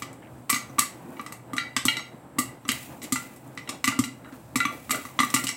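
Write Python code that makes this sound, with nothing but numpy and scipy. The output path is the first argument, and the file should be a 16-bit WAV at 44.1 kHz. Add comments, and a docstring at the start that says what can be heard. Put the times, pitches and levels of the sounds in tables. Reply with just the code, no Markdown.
"""Popcorn bursts in a lidded metal pot over a gas flame, heard from close by in a small kitchen.
The burner's low roar and the oil's hiss run throughout; from the start, bursting hulls thump the air in the pot,
knock the lid, ring base, rim and wall and spit steam. Loose kernels soon tumble and flying ones strike bare metal;
later, droplets snap on it, and the blows crowd together towards the end.
Modes ring as decaying sines, spits and hisses are coloured noise; hard walls give blows and snaps a short tail."""
import sys
import numpy as np
from scipy import signal
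from scipy.fft import rfft, irfft, next_fast_len
from scipy.io import wavfile
from scipy.ndimage import map_coordinates

SR = 44100
rng = np.random.default_rng(int(sys.argv[2]) if len(sys.argv) > 2 else 0)


def to_wav(sig):
    """Store sig (one row per channel, or 1-D mono) as 16-bit WAV at the path in sys.argv[1].

    Samples outside -1..1 are clipped; the rate is SR.
    """
    pcm = np.clip(np.atleast_2d(sig), -1, 1) * 32767
    pcm = np.round(pcm).astype(np.int16)
    wavfile.write(sys.argv[1], SR, pcm.T)  # frames by channels


N = 245456  # length in samples

# relative colour of spitting steam and droplets: pitch_hz [Hz], density_db [dB per Hz]
SPIT_COLOUR = [(120, -120), (300, -31.5), (900, -19.5), (2500, -1.5), (5000, -0.5), (6500, -1), (8000, 6.5),
               (9500, -3), (13000, -6.5), (16000, -18.5)]


def amp(db):
    """Gain of a level in dB."""
    return 10 ** (np.asarray(db) / 20)


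def unit(x):
    """x scaled to rms 1."""
    return x / np.sqrt(np.mean(x ** 2) + 1e-20)


def along(points, hz):
    """Read a curve of (Hz, value) points on a log frequency axis."""
    f, value = np.transpose(points)
    return np.interp(np.log(hz + 1), np.log(f + 1), value)


def wobble(rate):
    """A smooth random curve with rate knots a second."""
    knots = rng.standard_normal(int(N * rate / SR) + 4)
    return map_coordinates(knots, [np.arange(N) * rate / SR])


def hiss(colour, size, tilt_db=0):
    """Turbulent noise of rms 1 with the given colour, its highs tilted by about tilt_db an octave."""
    hz = np.fft.rfftfreq(size, 1 / SR)
    tilt = tilt_db * np.log2(hz / 6000 + 0.24)  # the offset levels the tilt out in the bass
    spectrum = rfft(rng.standard_normal(size)) * amp(along(colour, hz) + tilt)
    return unit(irfft(spectrum, size))


def add_at(out, start_s, sound):
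    """Mix a sound into out from its start time."""
    start = round(start_s * SR)
    out[start:start + len(sound)] += sound


def pops():
    """Bursts thump and spit into a damped pot; strikes by flying kernels ring it longer."""
    # hulls bursting in the oil: start_s [s], thump_db, lid_db, rim_db, spit_db [dB],
    # spit_tilt_db [dB/octave]
    hull_bursts = [(0.0211, -40, -37, -40, -34, -5.5), (0.129, -59, -74, -66, -51.5, 8),
                   (0.4947, -54, -38, -43, -28, -5), (0.499, -43, -28.5, -33, -17.5, 11),
                   (0.5278, -30.5, -29, -33, -28, -7), (0.5604, -44, -35, -41, -29.5, -2),
                   (0.6962, -45, -53, -61, -59, 8), (0.7835, -32.5, -28, -37, -39, 7),
                   (0.7882, -60, -25, -35.5, -23, 2), (0.7918, -47, -33, -33, -18, 2.5),
                   (0.8187, -52, -53, -39, -31.5, 0), (1.1952, -41, -36.5, -43.5, -40.5, -23),
                   (1.263, -46, -43, -46, -39.5, -3), (1.3226, -52, -46, -46, -36.5, 5.5),
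                   (1.5333, -33.5, -36.5, -45, -37.5, 5), (1.7647, -35, -30.5, -31.5, -21.5, -7.5),
                   (1.8531, -25, -33.5, -49, -21, 4.5), (2.3844, -26, -33, -35, -31, 5),
                   (2.388, -41, -30.5, -32.5, -18, 6.5), (2.6519, -41, -45, -53, -62, -4),
                   (2.6807, -49, -48, -51, -34, 4), (2.6895, -29, -33.5, -34, -23, -6),
                   (3.03, -48, -64, -48, -34.5, 15), (3.0389, -44, -56, -54, -36, -3.5),
                   (3.1222, -24.5, -34.5, -36.5, -22, 3), (3.3614, -55, -66, -61, -48.5, 11),
                   (3.575, -48, -46, -40.5, -37.5, -10.5), (3.6908, -39.5, -39, -44, -28, -4),
                   (3.842, -37, -30.5, -27, -22.5, -0.5), (3.8731, -56, -43, -38, -27.5, 6.5),
                   (3.8772, -25.5, -29, -29.5, -21, -6.5), (3.99, -18.5, -30, -36.5, -24.5, 2.5),
                   (4.3236, -45, -62, -66, -54.5, -8), (4.5571, -25.5, -30.5, -29, -22, 1),
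                   (4.6526, -30.5, -25, -30, -36, 6), (4.8943, -39.5, -38.5, -41, -37, 9),
                   (4.9074, -35, -28, -35, -21, -0.5), (4.9827, -42, -51, -58, -83, -2),
                   (5.0518, -47, -40.5, -46, -42.5, 6), (5.1901, -33, -23, -27, -23.5, -9.5),
                   (5.2021, -28.5, -23.5, -26.5, -24, 0), (5.232, -30.5, -25.5, -31, -33.5, 16),
                   (5.301, -60, -40, -57, -36.5, 1), (5.3407, -24.5, -26.5, -28, -15.5, 3),
                   (5.439, -31.5, -43, -47, -30, 0)]
    # flying kernels striking bare metal: start_s [s], lid_db, base_db, rim_db, wall_db [dB],
    # wall_tilt_db [dB/octave], spit_db [dB]
    kernel_strikes = [(0.5045, -38, -54, -30, -35.5, 15, -43), (0.5424, -66, -40.5, -33, -34, 14, -32),
                      (1.1681, -56.5, -69, -52.5, -59, -18, -72), (1.5655, -38, -45, -49, -58, 7, -35),
                      (1.5812, -45, -33, -26, -30, 0, -41), (1.8829, -56, -31, -24, -22, -11, -35),
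                      (1.9686, -53, -44, -35, -35.5, 6, -38), (1.9939, -45, -49, -40, -42, 2, -60),
                      (2.717, -63, -49, -33.5, -39.5, 12, -44), (3.0178, -64, -62, -49, -51, 2, -43),
                      (3.1578, -37, -34, -32, -51, -8, -33), (3.675, -60, -57, -47, -48.5, -4, -56),
                      (3.9197, -45, -36.5, -61, -58, 0, -63), (4.0386, -51, -45, -38.5, -39, -5, -33),
                      (4.246, -56, -61, -58, -60, -14, -74), (4.603, -47, -26.5, -24.5, -33.5, -1, -39),
                      (4.9224, -45, -55, -33.5, -49, -14, -52), (4.9455, -35, -35, -39, -44, -17, -43),
                      (5.3632, -38, -34.5, -29, -36, -17, -30.5), (5.4687, -58, -56, -44, -33, -19, -27.5),
                      (5.4899, -42, -44, -33.5, -33, 15, -31)]
    out = np.zeros(N + SR)
    t = np.arange(12288) / SR
    for start_s, thump_db, lid_db, rim_db, spit_db, spit_tilt_db in hull_bursts:
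        base_db, wall_db = rim_db - 17.5, rim_db - 8.5
        add_at(out, start_s, blow(t, thump_db, lid_db, base_db, rim_db, wall_db, spit_db,
                                  wall_tilt_db=-3.5, spit_tilt_db=spit_tilt_db,
                                  spray_t60_s=0.067, sustain=0.54))
    for start_s, lid_db, base_db, rim_db, wall_db, wall_tilt_db, spit_db in kernel_strikes:
        thump_db = lid_db - 3.5
        add_at(out, start_s, blow(t, thump_db, lid_db, base_db, rim_db, wall_db, spit_db,
                                  wall_tilt_db=wall_tilt_db, spit_tilt_db=-1.5,
                                  spray_t60_s=0.093, sustain=0.71))
    return out[:N]


def blow(t, thump_db, lid_db, base_db, rim_db, wall_db, spit_db,
         wall_tilt_db, spit_tilt_db, spray_t60_s, sustain):
    """One blow excites air and metal at its own strengths; sustain scales the ring times of the metal."""
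    # modes of the pot's lid, base, rim and wall: pitch_hz [Hz], relative level_db [dB],
    # t60_s [s, before sustain]
    lid_modes = [(1010, -33, 0.071), (1178.6, 19, 0.13), (1246, -7, 0.17), (1226, -49, 0.043),
                 (3375, 5.5, 0.029), (5940, 0.5, 0.075)]
    base_modes = [(888, -16.5, 0.16), (1383, -7, 0.29), (1430, -3.5, 0.073)]
    rim_modes = [(1947, -12, 0.28), (2000.4, 5, 0.14), (2021, 5.5, 0.098), (2280, -2, 0.14),
                 (2610, -15, 0.092), (2714, -9.5, 0.19)]
    wall_modes = [(2858, 1, 0.14), (3220, -11, 0.21), (3900, 7.5, 0.069), (4087, -9.5, 0.15),
                  (4410, -10.5, 0.23), (4710, -20.5, 0.59), (5570, -1.5, 0.057), (6480, -14.5, 0.41),
                  (7950, -6, 0.067)]
    metal_and_spit = amp(spit_db) * spit(t, spit_tilt_db, spray_t60_s)
    metal_and_spit += amp(lid_db) * ring(lid_modes, t, attack_s=0.00051, split=0.016,
                                         sustain=1.45 * sustain, early_db=17, early_share=0.35)
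    metal_and_spit += amp(base_db) * ring(base_modes, t, attack_s=0.00051, split=0.003, sustain=sustain)
    metal_and_spit += amp(rim_db) * ring(rim_modes, t, attack_s=0.00054, split=0.0077, sustain=sustain)
    metal_and_spit += amp(wall_db) * ring(wall_modes, t, attack_s=0.00015, split=0.007,
                                          sustain=sustain, tilt_db=wall_tilt_db)
    air = amp(thump_db) * thump(t)
    tail = kitchen(amp(-5.0) * metal_and_spit + amp(-9.5) * air)
    return metal_and_spit + air + tail


def thump(t):
    """The air in the pot booms on its modes, with one short puff of pressure that lifts the lid."""
    # modes of the air in the pot: pitch_hz [Hz], relative level_db [dB], t60_s [s]
    air_modes = [(122.5, -8, 0.24), (249.3, 6, 0.083), (269, 4, 0.13), (288, -42, 0.11), (448, -5.5, 0.044)]
    boom = ring(air_modes, t, attack_s=0.0076, split=0.034, early_db=11, early_share=0.42)
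    u = t / 0.0017  # time in puff lengths of 1.7 ms
    puff = u * (2 - u) * np.exp(1 - u)
    return boom + amp(-17.5) * puff


def spit(t, tilt_db, spray_t60_s):
    """A sharp crack, then steam and droplets that land unevenly."""
    steps_db = 3.53 * np.repeat(rng.standard_normal(len(t) // 64), 64)
    crack = amp(-2.5 - 60 * t / 0.0057)
    spray = amp(-0.03 - 60 * t / spray_t60_s)
    onset = 1 - np.exp(-t / 0.00061)
    return (crack + spray) * amp(steps_db) * onset * hiss(SPIT_COLOUR, len(t), tilt_db)


def ring(modes, t, attack_s, split, sustain=1, tilt_db=0, early_db=6, early_share=0.45):
    """One blow on a set of modes, rms 1 over its first 20 ms; a harder contact favours the upper ones."""
    hz, level_db, t60_s = np.repeat(np.transpose(modes), 3, axis=1)[:, :, None]
    # three close, randomly detuned partners make each mode beat roughly
    hz = hz * (1 + split * rng.standard_normal(hz.shape))
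    level_db = level_db + tilt_db * np.log2(hz / hz[0])
    level_db = level_db + 2.5 * rng.standard_normal(hz.shape)  # random level spread of each partial
    t60_s = t60_s * sustain
    # each partial starts at a slightly random phase
    shift_s = 0.0002946 * rng.standard_normal(hz.shape)
    # each ring falls fast at first, then more slowly
    early = amp(early_db - 60 * t / (early_share * t60_s))
    late = amp(-60 * t / t60_s)
    swings = amp(level_db) * (early + late) * np.sin(2 * np.pi * hz * (t + shift_s))
    x = np.sum(swings, axis=0) * (1 - np.exp(-t / attack_s))
    return x / np.sqrt(np.mean(x[:SR // 50] ** 2))


def kitchen(x):
    """The walls' answer to one sound: a noise tail in which each frequency dies at its own speed."""
    # decay of the room: pitch_hz [Hz], t60_s [s]
    room_decay = [(150, 0.48), (700, 0.17), (2000, 0.38), (5000, 0.29), (13000, 0.24)]
    hz, t, z = signal.stft(rng.standard_normal(len(x)), SR, nperseg=256)
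    fade = amp(-60 * t / along(room_decay, hz)[:, None])
    tail = signal.istft(z * fade, SR, nperseg=256)[1]
    delayed = np.pad(x, (130, 0))  # about 3 ms to the walls and back
    return signal.fftconvolve(delayed, tail / np.linalg.norm(tail))[:len(x)]


def snaps():
    """Droplets snap on hot metal: each is a very short spit of noise with the walls' answer."""
    # droplets: start_s [s], level_db [dB at the onset, before the walls' answer], tilt_db [dB/octave]
    droplets = [(1.1049, -46, 14), (1.2136, -39, 11), (2.7183, -16.5, 12), (3.477, -46, 13),
                (3.5513, -49, 8), (3.8554, -19, 5), (4.5714, -29, 8), (4.726, -41, 4), (4.9174, -17.5, 11),
                (4.9568, -24, 13), (5.249, -26, 12), (5.4444, -23, 10)]
    out = np.zeros(N + SR)
    t = np.arange(8192) / SR
    for start_s, level_db, tilt_db in droplets:
        snap = amp(level_db - 60 * t / 0.011) * hiss(SPIT_COLOUR, len(t), tilt_db)  # t60 of 11 ms
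        add_at(out, start_s, snap + kitchen(amp(-6.5) * snap))
    return out[:N]


def tumbles(knocks_per_s=450):
    """Loose kernels tumble on the heap: runs of soft little knocks, some cycles long, at scattered pitch."""
    # runs: start_s [s], length_s [s], level_db [dB, before the spread of the knocks],
    # pitch_hz [Hz, centre of the scatter]
    kernel_runs = [(0.222, 0.062, -46.5, 2200), (1.16, 0.033, -54, 1480), (3.897, 0.048, -43, 900),
                   (4.242, 0.053, -43, 1600), (4.318, 0.043, -45, 1290), (4.603, 0.051, -54, 900),
                   (4.919, 0.074, -38, 535)]
    out = np.zeros(N + SR)
    t = np.arange(4096) / SR
    for start_s, length_s, level_db, pitch_hz in kernel_runs:
        count = round(knocks_per_s * length_s) + 1
        for when, pitch, size in rng.random((count, 3)):
            cycles = t * pitch_hz * np.exp(0.7 * (pitch - 0.5))
            fade = amp(level_db - 4 + 3.3 * size - 60 * cycles / 30)  # down 60 dB in 30 cycles
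            onset = 1 - np.exp(-cycles / 0.37)
            knock = fade * onset * np.sin(2 * np.pi * cycles)
            add_at(out, start_s + length_s * when, knock)
    return out[:N]


def oil():
    """The oil's hiss is coloured noise that swells and sinks, with a fast flicker on top."""
    # sizzle over time: time_s [s], level_db [dB, before the flicker]
    oil_levels = [(0, -47), (.1, -69), (.7, -62), (1.24, -56), (1.4, -69), (2.6, -75), (2.73, -43),
                  (2.88, -46.5), (3.04, -59), (3.25, -47.5), (3.4, -60), (4.25, -65), (4.36, -54.5),
                  (4.55, -76), (4.74, -48), (4.84, -54.5), (5.02, -45), (5.15, -54.5), (5.42, -41),
                  (5.57, -61)]
    # relative colour of the sizzle: pitch_hz [Hz], density_db [dB per Hz]
    sizzle_colour = [(1470, -12), (2500, 4.5), (2810, -1), (3060, -4), (5070, -7.5), (5520, -7),
                     (7470, -2.5), (12800, -5), (16000, -1)]
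    level_db = np.interp(np.arange(N) / SR, *np.transpose(oil_levels)) + 1.5 * wobble(100)
    return amp(level_db) * hiss(sizzle_colour, next_fast_len(N))[:N]


def burner():
    """The gas flame rumbles and flutters as low noise of drifting level; its jets hiss steadily."""
    # burner over time: time_s [s], rumble_db, flame_db [dB, before the flutter]
    burner_levels = [(0, -48.5, -47), (1.4, -54, -47), (2.8, -49.5, -47.5), (4.1, -55, -47.5),
                     (4.9, -45.5, -46.5), (5.57, -55, -47)]
    # relative colours of rumble, flame and gas jets: pitch_hz [Hz], density_db [dB per Hz]
    rumble_colour = [(20, -34), (40, -45), (70, -13.5), (105, -17.5), (126, -1), (150, -20), (220, -50)]
    flame_colour = [(88, -20.5), (150, -3), (211, -5), (260, 0), (298, -2.5), (347, -4.5), (420, -14),
                    (456, -8.5), (847, -10.5), (1100, -15), (1450, -20), (1570, -20.5), (4000, -40.5),
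                    (5200, -75), (8800, -120)]
    gas_colour = [(4000, 3), (6800, -12), (7500, 11), (8300, 10), (9300, 2), (15000, -3.5)]
    time_s, rumble_db, flame_db = np.transpose(burner_levels)
    t, size = np.arange(N) / SR, next_fast_len(N)
    rumble_gain = amp(np.interp(t, time_s, rumble_db) + 2.2 * wobble(8))
    flame_gain = amp(np.interp(t, time_s, flame_db) + 2.25 * wobble(15))
    rumble = rumble_gain * hiss(rumble_colour, size)[:N]
    flame = flame_gain * hiss(flame_colour, size)[:N]
    jets = amp(-66.5) * hiss(gas_colour, size)[:N]
    return rumble + flame + jets


def scene():
    """Pot and stove at one microphone."""
    return (pops() + snaps() + tumbles() + oil() + burner())[None]


def record(dry):
    """The small microphone drops the deep bass; nothing passes above the band limit."""
    mic_hz, top_hz = 52.3, 15850
    size = next_fast_len(N + SR // 4)
    hz = np.fft.rfftfreq(size, 1 / SR)
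    jf = 1j * hz / mic_hz
    bass_cut = (jf / (1 + jf)) ** 2
    return irfft(rfft(dry, size) * bass_cut * (hz < top_hz), size)[:, :N]


dry = scene()
out = record(dry)
to_wav(out)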